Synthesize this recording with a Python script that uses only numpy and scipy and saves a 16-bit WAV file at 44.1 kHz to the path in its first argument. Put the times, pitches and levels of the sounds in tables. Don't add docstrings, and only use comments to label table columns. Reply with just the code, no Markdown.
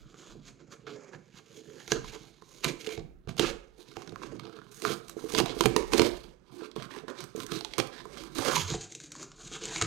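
import sys
import numpy as np
from scipy import signal
from scipy.fft import rfft, irfft, next_fast_len
from scipy.io import wavfile
from scipy.ndimage import map_coordinates

SR = 44100
rng = np.random.default_rng(int(sys.argv[2]) if len(sys.argv) > 2 else 0)


def dump(signal):
    limited = np.clip(np.atleast_2d(signal).T, -1, 1)
    pcm = np.round(limited * 32767).astype(np.int16)
    wavfile.write(sys.argv[1], SR, pcm)


N = 434826


def amp(db):
    return 10 ** (np.asarray(db) / 20)


def unit(x):
    return x / np.sqrt(np.mean(x ** 2) + 1e-20)


def norm(x):
    return x / np.linalg.norm(x)


def along(points, hz):
    f, v = np.transpose(points)
    return np.interp(np.log(hz + 1), np.log(f + 1), v)


def curves(rows):
    time_s, *columns = np.transpose(rows)
    return [np.interp(np.arange(N) / SR, time_s, c) for c in columns]


def wobble(rate_hz, step=32):
    at = np.arange(0, N + step, step)
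    knots = rng.standard_normal(int(N * rate_hz / SR) + 4)
    return np.interp(np.arange(N), at, map_coordinates(knots, [at * rate_hz / SR]))


def filtered(x, response):
    m = 2 * next_fast_len(N // 2 + SR // 4)
    return irfft(rfft(x, m) * response(np.fft.rfftfreq(m, 1 / SR)), m)[..., :N]


def colour(points):
    def response(hz):
        cepstrum = irfft(np.log(amp(along(points, hz)) + 1e-4))
        cepstrum[1:len(hz) - 1] *= 2
        cepstrum[len(hz):] = 0
        return np.exp(rfft(cepstrum))
    return response


def modes(table):
    def response(f):
        total = 0
        for k, (c, w, db) in enumerate(table):
            total = total + (-1) ** k * amp(db) * 1j * f * w / (c * c - f * f + 1j * f * w)
        return total
    return response


def even(response):
    def scaled(hz):
        gain = response(hz)
        return gain / np.sqrt(np.mean(np.abs(gain) ** 2))
    return scaled


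def crackle(per_second, spread_db, clump_db, hiss):
    size_db = spread_db * np.minimum(rng.exponential(size=N), 2.6)
    clicks = (rng.random(N) < per_second / SR) * rng.standard_normal(N) * amp(size_db)
    return unit((unit(clicks) + hiss * rng.standard_normal(N)) * amp(clump_db * wobble(110)))


def stroke(start_s, swell_s, hold_s, dies_db_per_s):
    span = np.arange(max(round((start_s - .5) * SR), 0), min(round((start_s + 1) * SR), N))
    t = span / SR - start_s
    rise_db = 20 * np.minimum(t, 0) / max(swell_s, .002)
    return span, amp(rise_db - np.multiply.outer(dies_db_per_s, np.maximum(t - hold_s, 0)))


# time_s, crackle_db, drumming_db
CREEP_LEVELS = [(0.0, -65.5, -56.5), (0.85, -72.5, -55), (0.99, -75, -59), (1.43, -61.5, -57.5),
                (1.84, -67, -54.5), (1.98, -51.5, -48.5), (2.5, -65, -61.5), (2.83, -61.5, -59),
                (3.04, -93, -60), (3.32, -75, -63), (3.43, -63, -47), (3.76, -74, -65.5), (4.06, -62, -51),
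                (4.28, -63, -51.5), (4.67, -66.5, -57.5), (5.22, -66, -53.5), (5.55, -69, -50),
                (5.99, -41, -51), (6.29, -66.5, -57.5), (6.45, -89.5, -67.5), (6.76, -90, -56.5),
                (7.25, -64.5, -58.5), (7.63, -64, -63), (8.02, -75, -57), (8.29, -57.5, -51),
                (8.57, -45, -47), (8.93, -86, -52.5), (9.45, -63, -57), (9.69, -54, -47), (9.86, -45, -40)]
# start_s, swell_s, hold_s, crackle_db, drumming_db, buzz_db, crisp_db, strip_ring_hz
TAPE_TUGS = [(0.189, 0.15, 0.14, -56.5, 10, 5, -8, 3420), (0.478, 0.04, 0.0077, -46, -3, -3, -12.5, 3460),
             (0.603, 0.019, 0.0058, -57, 15, 1.5, -22.5, 2340),
             (0.722, 0.024, 0.013, -54.5, 5, 5, -7.5, 3460), (0.867, 0.0017, 0.042, -48, 7.5, 6, -24, 2250),
             (0.925, 0.036, 0.036, -51.5, 15, 1, -19, 1700), (0.992, 0.02, 0.09, -59.5, 10.5, 3, -16, 2500),
             (1.135, 0.037, 0.013, -52, 12, 9, -15, 2010),
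             (1.372, 0.061, 0.0097, -50, -1.5, 3.5, -13, 2830),
             (1.543, 0.098, 0.05, -56.5, 11, -0.5, -6.5, 3330),
             (1.656, 0.048, 0.17, -62.5, 16.5, 5.5, -5.5, 3200),
             (1.8, 0.045, 0.1, -53.5, -3.5, 3.5, -9.5, 3400), (1.914, 0.031, 0.0078, -33, 0, -2, -9, 4500),
             (1.942, 0.014, 0.02, -44.5, 16.5, 8, -31, 3380),
             (2.05, 0.021, 0.054, -46.5, -17, -24, -13, 3000),
             (2.13, 0.019, 0.024, -45, 5, 4.5, -14.5, 2950),
             (2.197, 0.031, 0.099, -57, 6.5, -24, -11, 3720), (2.504, 0.1, 0.16, -58.5, 5.5, -13, -6, 3950),
             (2.637, 0.01, 0.057, -31.5, 3, -1.5, -16, 2370),
             (2.804, 0.033, 0.015, -50.5, 5, -12, -8, 2310), (2.867, 0.081, 0.083, -45, 3.5, -4, -11, 2300),
             (2.967, 0.007, 0.015, -49.5, 2, -8.5, -30, 2300),
             (3.287, 0.006, 0.021, -46, 1.5, 4, -19.5, 2970),
             (3.378, 0.0018, 0.0066, -36, -2, -2, -15, 3300),
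             (3.397, 0.002, 0.094, -31.5, 2.5, -5, -19, 2700),
             (3.782, 0.0073, 0.042, -60, 7.5, -1, -6.5, 3800), (3.87, 0.035, 0.1, -58, 2, -4, -14.5, 4270),
             (3.96, 0.005, 0.066, -55.5, 10.5, 6, -13, 2700),
             (4.231, 0.073, 0.034, -50, 9.5, 1, -14.5, 2800), (4.339, 0.071, 0.013, -55, 18, 4, -15, 3360),
             (4.43, 0.089, 0.046, -56.5, 15.5, 7, -31.5, 3620),
             (4.531, 0.023, 0.063, -57.5, 10.5, 3.5, -26, 3060),
             (4.717, 0.007, 0.26, -55, -10, -0.5, -2, 4700), (4.854, 0.044, 0.08, -38.5, 7, 2, -10.5, 3480),
             (5.087, 0.073, 0.027, -54, 2, -4.5, -7.5, 3830), (5.172, 0.011, 0.09, -54, 7, 3.5, -6, 3640),
             (5.296, 0.029, 0.039, -40, -2, -3.5, -9, 4000), (5.351, 0.0077, 0.012, -38, 12, -19, -9, 3480),
             (5.381, 0.031, 0.011, -23.5, 1.5, -3.5, -15.5, 2700),
             (5.459, 0.014, 0.068, -42.5, 6, 3.5, -22.5, 3080),
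             (5.555, 0.025, 0.09, -45.5, 6.5, 1.5, -11.5, 3240),
             (5.596, 0.039, 0.069, -38.5, 0, -18, -12, 2760),
             (5.693, 0.014, 0.067, -44.5, 15, -14, -24, 2800),
             (5.746, 0.015, 0.055, -47.5, 18, -8, -23, 2200),
             (5.812, 0.014, 0.047, -51, 13, -5.5, -19.5, 2460),
             (5.921, 0.0017, 0.051, -34.5, 13.5, 2.5, -12, 2580),
             (5.974, 0.077, 0.09, -41, 18.5, 0.5, -17, 2640),
             (5.978, 0.0091, 0.0059, -28, -6, -7, -14.5, 3000),
             (6.047, 0.011, 0.021, -30, 5.5, -1.5, -17, 3670),
             (6.52, 0.01, 0.092, -64, 13.5, -1, -5.5, 3220), (6.628, 0.18, 0.04, -51.5, 9.5, 4, -17, 2800),
             (6.757, 0.0017, 0.092, -51, 4, 2.5, -18.5, 3300), (6.916, 0.05, 0.083, -51, 7, 9, -16.5, 2670),
             (7.081, 0.005, 0.022, -48.5, 14, 8.5, -15, 2950),
             (7.204, 0.097, 0.031, -45.5, 1.5, 1, -18.5, 4270),
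             (7.358, 0.0017, 0.076, -48, 5.5, -1, -9.5, 4130),
             (7.518, 0.039, 0.024, -40, 6.5, 0.5, -14, 3830),
             (7.553, 0.022, 0.028, -38, -1, -7, -15.5, 4170),
             (7.621, 0.019, 0.024, -52, 9.5, -6, -18, 3000), (7.713, 0.021, 0.06, -53, 3, -7, -16, 3580),
             (7.782, 0.0017, 0.015, -32, 4, -14, -19, 3400), (7.932, 0.032, 0.074, -47, -6, 0, -23, 3570),
             (8.192, 0.24, 0.076, -49, 5.5, -3.5, -13, 3570),
             (8.354, 0.005, 0.041, -42.5, 5, 4, -8.5, 3750),
             (8.383, 0.004, 0.039, -37, 3.5, 2.5, -11, 3570),
             (8.455, 0.054, 0.029, -29.5, 0.5, -1, -12, 3270), (8.514, 0.039, 0.017, -30.5, 0, 3, -9, 3170),
             (8.555, 0.046, 0.022, -29.5, -5, 0, -10.5, 3260),
             (8.598, 0.017, 0.022, -32.5, -7.5, -4, -9, 3100),
             (8.701, 0.12, 0.046, -37, -1.5, -5.5, -9, 3720),
             (8.811, 0.021, 0.042, -49.5, -17, -2, -6.5, 3740),
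             (8.92, 0.069, 0.033, -54.5, -3, -23, -6.5, 4130),
             (9.014, 0.033, 0.059, -54, -2, -6, -7.5, 4400), (9.12, 0.028, 0.13, -69, 18, -2, -13, 4430),
             (9.213, 0.12, 0.019, -46.5, 9, -1, -10.5, 4360),
             (9.412, 0.078, 0.065, -51.5, 7.5, -2, -6.5, 4300),
             (9.553, 0.074, 0.0092, -40.5, 5, 6, -9, 3000), (9.615, 0.024, 0.095, -45, 9.5, 2, -13, 3280),
             (9.754, 0.18, 0.03, -41.5, 3.5, 5.5, -6, 2550), (9.815, 0.018, 0.016, -34, 0, 3.5, -13, 3000)]


def pull():
    creep_db, box_db = curves(CREEP_LEVELS) + 3.2 * wobble(6.2)
    power = amp([creep_db, box_db, creep_db + 1, creep_db - 13.5]) ** 2
    dies_db_per_s = (705, 353, 446, 600)
    for start_s, swell_s, hold_s, db, drum_db, buzz_db, crisp_db, _ in TAPE_TUGS:
        span, gain = stroke(start_s, swell_s, hold_s, dies_db_per_s)
        levels_db = db + np.array([[0], [drum_db], [buzz_db], [crisp_db]])
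        power[:, span] += (amp(levels_db) * gain) ** 2
    mid_hold_s = [row[0] + row[2] / 2 for row in TAPE_TUGS]
    ring_hz = np.interp(np.arange(N) / SR, mid_hold_s, [row[-1] for row in TAPE_TUGS])
    return *np.sqrt(power), ring_hz


STRIP_RINGS = (1550, 2300, 2750, 3300, 3900, 4600, 5700)


def strip(drive, ring_hz, lift, patchy_db):
    def close(ratio):
        return np.exp(-(np.log(ratio) / .11) ** 2)

    overtone_ratio, overtone_share = 1.367, 0.36
    out = 0.89 * drive
    for hz in STRIP_RINGS:
        match = close(ring_hz / hz) + overtone_share * close(overtone_ratio * ring_hz / hz)
        gain = (lift * match + 0.16) * amp(patchy_db * wobble(30))
        out = out + signal.lfilter(*signal.iirpeak(hz, 7, SR), drive * gain)
    return out


def walls(drive, table, patchy_db, rate_hz, struck_hz, away_db):
    size = np.sqrt(sum(amp(db) ** 2 * np.pi * w / SR for _, w, db in table))
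    out = 0
    for k, (c, w, db) in enumerate(table):
        near_db = away_db * (np.exp(-(np.log(struck_hz / c) / 0.26) ** 2) - 1)
        driven = drive * amp(near_db + patchy_db * wobble(rate_hz))
        out = out + (-1) ** k * amp(db) * signal.lfilter(*signal.iirpeak(c, c / w, SR), driven)
    return out / size


# centre_hz, width_hz, relative_db
BOX_MODES = [(216, 50, -8.5), (276.6, 42, -3), (347, 25.4, -0.5), (401.3, 43.7, -4.5), (429.6, 43, 0.5),
             (489, 165, -6.5), (614, 104, -11.5)]
FLAP_MODES = [(682, 26, -0.5), (777, 76, 0), (991, 111, 1.5), (1266, 350, -0.5), (1710, 315, -4)]
# freq_hz, relative_db (per Hz)
FIBRE_SPECTRUM = [(880, -29), (1550, 3), (1880, 0), (2150, 8), (2660, 3.5), (3550, 4.5), (4090, 6),
                  (5080, 2.5), (6420, -4), (7500, -4), (9750, -19.5), (16500, -120)]
CRISP_SPECTRUM = [(3820, -26.5), (6500, -5.5), (7470, -11.5), (8430, -5), (9980, -11.5), (12300, -11),
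                  (15600, -24)]
# time_s, pitch_hz
DRUM_PITCH = [(0.0, 285), (0.16, 340), (0.69, 296), (0.9, 468), (1.21, 370), (2.14, 403), (2.3, 310),
              (2.94, 441), (3.13, 277), (3.4, 400), (3.46, 537), (3.6, 482), (3.84, 356), (7.91, 375),
              (8.1, 445), (8.35, 310), (8.51, 430), (8.93, 269), (9.69, 377), (9.86, 354)]


def tape():
    parting, drumming, buzzing, crisp, ring_hz = pull()
    tear = crackle(per_second=3500, spread_db=3.2, clump_db=2.2, hiss=.65)
    scrape = crackle(per_second=700, spread_db=3.2, clump_db=2.2, hiss=.6)
    crack, jerk, edge, tones, snap_hz, flap_hz = snaps()
    fibres = strip(amp(-3.0) * parting * tear, ring_hz, lift=1.145, patchy_db=4.0)
    fibres = fibres + strip(crack, snap_hz, lift=.8, patchy_db=3)
    direct = filtered(fibres, even(colour(FIBRE_SPECTRUM)))
    box = walls(amp(6.0) * drumming * tear, BOX_MODES, patchy_db=3.0, rate_hz=8,
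                struck_hz=curves(DRUM_PITCH)[0], away_db=7.0)
    flaps = walls(amp(2) * buzzing * scrape + amp(3.5) * jerk, FLAP_MODES, patchy_db=3.5, rate_hz=14,
                  struck_hz=flap_hz, away_db=5.5)
    crispness = filtered(amp(6.5) * crisp * tear + edge, even(colour(CRISP_SPECTRUM)))
    return tones + direct + box + flaps + crispness


# centre_hz, width_hz, relative_db
DESK_MODES = [(105.3, 5.5, -12), (110.5, 40, -1), (163, 163, -1)]
# start_s, hold_s, thud_db
DESK_SHOVES = [(0.042, 0.02, -67), (0.362, 0.032, -58), (0.88, 0.02, -56), (1.143, 0.038, -54),
               (1.92, 0.034, -45.5), (2.661, 0.035, -42), (2.982, 0.022, -40), (3.288, 0.029, -41.5),
               (3.398, 0.02, -41), (4.08, 0.039, -55), (4.31, 0.14, -54.5), (4.59, 0.028, -58),
               (4.87, 0.073, -47.5), (5.372, 0.025, -32.5), (5.648, 0.017, -32.5), (5.978, 0.032, -39.5),
               (6.5, 0.031, -65.5), (6.776, 0.024, -49), (7.206, 0.021, -55), (7.398, 0.035, -51),
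               (7.518, 0.02, -42), (7.782, 0.014, -39.5), (8.52, 0.063, -40.5), (8.708, 0.025, -41.5),
               (9.21, 0.057, -60), (9.444, 0.033, -55), (9.84, 0.025, -45)]


def desk():
    def top(hz):
        return modes(DESK_MODES)(hz) / (1 + 1j * hz / 300) ** 2

    bumps = crackle(per_second=160, spread_db=3.0, clump_db=1.5, hiss=0.88)
    weight = amp(curves(CREEP_LEVELS)[1] - 6.5)
    for start_s, hold_s, db in DESK_SHOVES:
        span, gain = stroke(start_s, swell_s=0.016, hold_s=hold_s, dies_db_per_s=302.5)
        weight[span] += amp(db) * gain
    boom_s, boom_half_s, boom_db, boom_hz = 8.658, 0.036, -29.5, 93
    t = np.arange(N) / SR - boom_s
    boom = amp(boom_db) * np.sin(2 * np.pi * boom_hz * t) * np.exp(-(t / boom_half_s) ** 2)
    return filtered(amp(7.5) * weight * bumps, even(top)) + boom


# freq_hz, t60_s
ROOM_DECAY = [(100, 0.12), (700, 0.55), (5000, 0.35), (12000, 0.26)]


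def room(x, count=3):
    turn = np.arange(N) / SR / .25 % count
    wet = 0
    for k in range(count):
        hz, t, z = signal.stft(rng.standard_normal((2, SR // 2)), SR, nperseg=256)
        decay = amp(-60 * t / along(ROOM_DECAY, hz)[:, None])
        tail = signal.istft(z * decay, SR, nperseg=256)[1]
        window = np.clip(1 - np.abs((turn - k + count / 2) % count - count / 2), 0, 1)
        delayed = np.pad(x * window, (130, 0))
        wet = wet + signal.fftconvolve(delayed[None], tail / np.linalg.norm(tail[0]), axes=1)[:, :N]
    return wet


# freq_hz, relative_db (per Hz)
QUIET_SPECTRUM = [(24, -33.5), (40, -10.5), (78, -31), (164, -7.5), (313, -34.5), (956, -44.5),
                  (1260, -11.5), (6620, -44.5), (9600, -76.5), (15000, -61.5)]


def room_tone():
    level_db = -72
    return amp(level_db) * filtered(rng.standard_normal((2, N)), even(colour(QUIET_SPECTRUM)))


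# freq_hz, relative_db (per Hz)
RUMBLE_SPECTRUM = [(12, -35), (28, 2.5), (55, 3.5), (80, -33.5), (200, -54.5)]
# time_s, level_db
MOUNT_SHAKE = [(0.0, -45), (0.19, -82), (0.33, -56), (1.48, -103), (1.87, -72.5), (1.98, -43),
               (2.41, -77.5), (2.77, -58), (2.83, -76), (3.04, -52), (3.35, -64), (3.43, -43),
               (3.95, -71.5), (4.34, -57), (4.5, -79), (5.32, -56.5), (5.38, -51), (6.07, -45),
               (6.62, -74.5), (6.81, -61.5), (6.86, -70), (8.81, -56), (8.95, -75), (9.86, -51)]


def rumble():
    shared, left, right = filtered(rng.standard_normal((3, N)), even(colour(RUMBLE_SPECTRUM)))
    sides = unit(0.2 * shared + np.array([0.58 * left, right]))
    return amp(curves(MOUNT_SHAKE)[0] + 0.93 * wobble(2.7)) * sides


# start_s, level_db, buzz_db, crisp_db, ring_hz, flap_hz (flap it jerks)
GLUE_SNAPS = [(0.143, -53.5, 3, -26, 1770, 1200), (0.8693, -41.5, 3, -33, 2160, 1390),
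              (1.1323, -53.5, 6, -28, 2500, 1710), (1.148, -46, 3, -30, 2530, 1800),
              (1.8777, -32.5, -10, -13, 2380, 1404), (1.9193, -11.5, -9, -27, 5880, 1670),
              (2.044, -42, 1.5, -28, 2270, 1034), (2.1368, -40.5, -11, -19, 3410, 852),
              (2.4214, -47.5, -1, -18.5, 1820, 1055), (2.644, -15, -19, -13.5, 2290, 1248),
              (2.6499, -23, -6, -21.5, 2410, 1490), (2.8106, -34, -25, -24, 3280, 1400),
              (2.845, -34, -45, -21, 2900, 703), (2.864, -29, -30, -19.5, 2800, 1430),
              (2.8705, -27, -35, -18, 2860, 773), (2.891, -32.5, -13, -29.5, 2350, 1040),
              (2.906, -35.5, -13, -25.5, 2490, 1400), (2.92, -36, -11, -30, 2290, 1420),
              (2.937, -40.5, -19, -22, 2250, 1420), (2.976, -35.5, -3, -34, 2240, 764),
              (2.994, -39.5, -12, -29, 2380, 1100), (3.274, -47, 1.5, -24, 2320, 697),
              (3.2916, -35, -4, -14.5, 2950, 666), (3.3673, -41, -5.5, -10, 2900, 651),
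              (3.3817, -29, -20.5, -15.5, 3460, 1000), (3.3949, -12, -12, -18, 2790, 893),
              (3.9143, -48, -3, -15.5, 4730, 1410), (3.9679, -34.5, -1, -22, 1950, 806),
              (4.0195, -38, -6.5, -19, 2790, 1070), (4.0752, -37.5, -7, -24, 4400, 1446),
              (4.0933, -39.5, -13, -24, 3600, 651), (4.122, -46.5, -1, -20, 2200, 706),
              (4.1594, -52, 11.5, -29, 1840, 1063), (4.218, -52, 7.5, -24.5, 2900, 1084),
              (4.2339, -40.5, 1.5, -30, 2880, 1070), (4.3956, -34.5, -7, -21, 3110, 1220),
              (4.4344, -49, 2, -24, 4200, 1360), (4.4527, -38.5, -9, -35, 3820, 1274),
              (4.468, -42.5, -6, -34, 3800, 1215), (4.4955, -46.5, -0.5, -29, 3000, 1300),
              (4.527, -49, -2, -21, 3560, 1320), (4.566, -48.5, -2, -23, 3900, 1455),
              (4.589, -60.5, 15, -25.5, 3350, 1296), (4.616, -58, 13, -20, 3350, 1410),
              (4.6663, -57, 0, -25, 2500, 1090), (4.7202, -55, -18, -15, 4570, 1160),
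              (4.82, -31, -15, -10, 4180, 1110), (4.851, -30.5, 8, -30, 4050, 1196),
              (5.0827, -42, -16, -8, 3380, 1020), (5.096, -37, -8, -5, 3960, 1147),
              (5.2896, -40.5, -7, -14, 4190, 1150), (5.322, -35.5, -13, -7.5, 4200, 1095),
              (5.3488, -17.5, -10.5, -25, 3650, 1020), (5.38, -24, -7, -17.5, 3310, 1288),
              (5.3854, -17, -8, -15, 3890, 1187), (5.4003, -17.5, -4.5, -18.5, 4000, 757),
              (5.459, -28, -2.5, -14, 3970, 705), (5.6077, -12.5, -7.5, -20.5, 3120, 984),
              (5.6376, -23.5, -5, -21, 3160, 830), (5.6572, -12.5, -6.5, -15.5, 2370, 770),
              (5.7633, -14, -8, -16, 1890, 985), (5.9341, -13, -9.5, -22.5, 2050, 920),
              (5.981, -19.5, -23, -14, 4290, 1050), (5.995, -11, -8, -28, 1920, 960),
              (6.0175, -16, -10, -17.5, 2000, 967), (6.7144, -41, -26, -23, 3490, 1180),
              (6.762, -36, -3.5, -16, 3370, 1110), (6.7992, -43, 4, -24, 3060, 610),
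              (6.823, -31.5, -15, -25, 3270, 1090), (6.829, -38.5, -17, -19, 3570, 1130),
              (6.853, -42, -18, -19, 3500, 1110), (6.908, -46, 3, -21, 2900, 1780),
              (6.949, -44, -3, -21, 3800, 1086), (6.987, -40.5, -3, -33, 3450, 1004),
              (7.0811, -35, -5.5, -26, 1830, 1036), (7.1011, -38.5, -8, -18, 3600, 1010),
              (7.205, -35, -13, -10, 3820, 966), (7.24, -39.5, -7, -6.5, 5850, 1180),
              (7.3618, -39.5, -25, -7, 4260, 1070), (7.4018, -31.5, -12, -12.5, 3140, 1130),
              (7.433, -37.5, -9, -8.5, 3870, 1010), (7.465, -34, -24, -10.5, 5800, 1340),
              (7.5188, -26, -11, -19.5, 4220, 1206), (7.589, -38.5, -19, -13, 4500, 1100),
              (7.6085, -29.5, -10, -21.5, 4300, 804), (7.6475, -22, -13.5, -28.5, 3860, 832),
              (7.7358, -27.5, -14, -28, 3700, 848), (7.7819, -21.5, -8, -14.5, 6200, 996),
              (7.7887, -23, -12, -14.5, 2750, 1075), (7.7996, -15, -11.5, -26, 2020, 792),
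              (7.8714, -37.5, -22, -12.5, 3980, 1650), (8.0539, -48.5, 6.5, -10, 3600, 1033),
              (8.173, -40.5, -5.5, -29, 3800, 1140), (8.2367, -40, -7, -12, 3780, 1140),
              (8.3503, -39, -20, -7.5, 3970, 1130), (8.386, -32, -6, -10, 3860, 1130),
              (8.4323, -38, 3, -13, 3300, 1156), (8.4577, -35.5, -2, -16, 3880, 1265),
              (8.549, -35.5, 1, -10, 3000, 1160), (8.74, -32.5, 2, -27, 3760, 722),
              (8.9218, -34.5, -51, -13, 5700, 1080), (8.9502, -33.5, -20, -8.5, 3600, 665),
              (9.0012, -37, -12.5, -14, 5670, 1680), (9.1186, -32.5, -18, -10, 6000, 1320),
              (9.1521, -46, 4, -9, 4640, 1060), (9.2284, -36, -6, -7.5, 4950, 1180),
              (9.317, -41.5, -11, -24, 5840, 1130), (9.6377, -35.5, -16, -7.5, 2750, 1590),
              (9.654, -28.5, -13, -8, 2980, 1510), (9.7599, -21, -14, -28, 2160, 1070),
              (9.8131, -16, -3.5, -15, 1790, 1300), (9.8218, -16, -9, -12, 1870, 1270)]


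def snaps():
    t60_s, first_t60_s, first_break, rise_s = 0.019, 0.002, 1.3, 0.0002
    ring_cycles, flap_cycles = 4.5, 8
    ring_db, flap_ring_db = 7, 22.5
    drive, t = np.zeros((4, N + SR)), np.arange(SR // 25) / SR
    jerk = np.arange(len(t)) == 0

    def tone(hz, cycles):
        jitter = np.cumsum(rng.normal(0, 0.047, len(t)))
        return norm(np.exp(-t * hz / cycles) * np.sin(2 * np.pi * hz * t + jitter))

    for start_s, db, buzz_db, crisp_db, hz, flap_hz in GLUE_SNAPS:
        decay = amp(-60 * t / t60_s) + first_break * amp(-60 * t / first_t60_s)
        burst = norm(rng.standard_normal(len(t)) * decay * (1 - np.exp(-t / rise_s)))
        levels_db = db + np.array([15, buzz_db + 24.5, crisp_db + 27.5, 0])
        tones = amp(ring_db) * tone(hz, ring_cycles)
        tones = tones + amp(flap_ring_db + buzz_db) * tone(flap_hz, flap_cycles)
        drive[:, round(start_s * SR):][:, :len(t)] += amp(levels_db)[:, None] * [burst, jerk, burst, tones]
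    table = np.array(GLUE_SNAPS)
    latest = np.maximum(np.searchsorted(table[:, 0], np.arange(N) / SR + .001) - 1, 0)
    return *drive[:, :N], table[latest, 4], table[latest, 5]


# start_s, level_db, desk_thud_db
BOX_KNOCKS = [(0.143, -33, -32), (0.354, -32.5, -21), (0.876, -35, -30), (1.88, -29, -17),
              (1.918, -14, -27), (2.422, -35.5, -18), (2.649, -19, -29), (2.874, -22.5, -27),
              (2.979, -20.5, 3), (3.274, -26, 12.5), (3.397, -6.5, -19), (3.431, -15, -28),
              (3.79, -37.5, -20), (3.969, -28, 4), (4.078, -30, -20), (4.125, -31, 8.5), (4.324, -29, -20),
              (4.825, -26.5, -24), (4.849, -20.5, -26), (4.904, -29.5, -19), (5.167, -24, -31),
              (5.241, -21.5, -33), (5.338, -16.5, -20), (5.403, -9, -14), (5.434, -20, -18),
              (5.5, -23, -25), (5.531, -30, -26), (5.567, -20.5, -24), (5.608, -10, -23),
              (5.657, -4.5, -10.5), (5.689, -22, -13), (5.763, -9, -23), (5.9357, -12.5, -27),
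              (5.996, -6.5, -4.5), (6.019, -8, -20), (6.064, -18, -19), (6.62, -28.5, -30),
              (6.763, -19.5, -23), (6.968, -29, -41), (7.037, -28, -25), (7.081, -27, -26),
              (7.35, -23, -38), (7.377, -22, -30), (7.52, -20.5, -21), (7.784, -14.5, -26),
              (8.056, -29.5, -14), (8.353, -40, -7), (8.39, -24.5, 10), (8.486, -16, -23),
              (8.705, -24.5, -3), (8.746, -17, -2), (8.955, -35, -22), (9.515, -26, -24), (9.822, -15.5, 7)]


def knocks():
    out, t = np.zeros(N + SR), np.arange(SR // 5) / SR

    def ring(table):
        total = 0
        for hz, w, db in table:
            decay = np.exp(-np.pi * w * t)
            total = total + amp(db + rng.normal(0, 3.05)) * decay * np.sin(2 * np.pi * hz * t)
        return total

    onset = 1 - np.exp(-t / 0.0026)
    for start_s, db, desk_db in BOX_KNOCKS:
        rung = ring(BOX_MODES) + amp(desk_db - 12.5) * ring(DESK_MODES)
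        out[round(start_s * SR):][:len(t)] += amp(db - 1.0) * onset * rung
    return out[:N]


# freq_hz, gain_db
PORT_RESPONSE = [(60, -2), (340, -12), (1000, -9.5), (3000, -4.5), (5600, -4.5), (7050, 7), (8100, -7),
                 (10000, -18), (12500, -29), (16000, -23.5)]
# time_s, share_db
MIC_BLEND = [(0, -3.5), (2, -7), (4.5, -13), (6.2, -16.5), (8.4, -19.5), (8.55, -9.5), (8.75, -1.5), (9, 0),
             (9.86, -0.6)]


def microphones(recessed, front):
    def above_port(hz):
        return (1j * hz / 11500) ** 6 / (1 + (hz / 11500) ** 6)

    share = amp(np.minimum(curves(MIC_BLEND)[0], 0))
    both = share * filtered(recessed, colour(PORT_RESPONSE))
    air = amp(-10.5) * share * filtered(front, above_port)
    return np.array([both, both + (1 - share) * front + air])


def scene():
    near = tape() + knocks() + desk()
    recessed, front = near + amp([[-6.5], [-8]]) * room(near) + room_tone()
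    return microphones(recessed, front) + rumble()


def record(dry):
    top_hz = 15900
    return filtered(dry, lambda hz: hz < top_hz)


dry = scene()
out = record(dry)
dump(out)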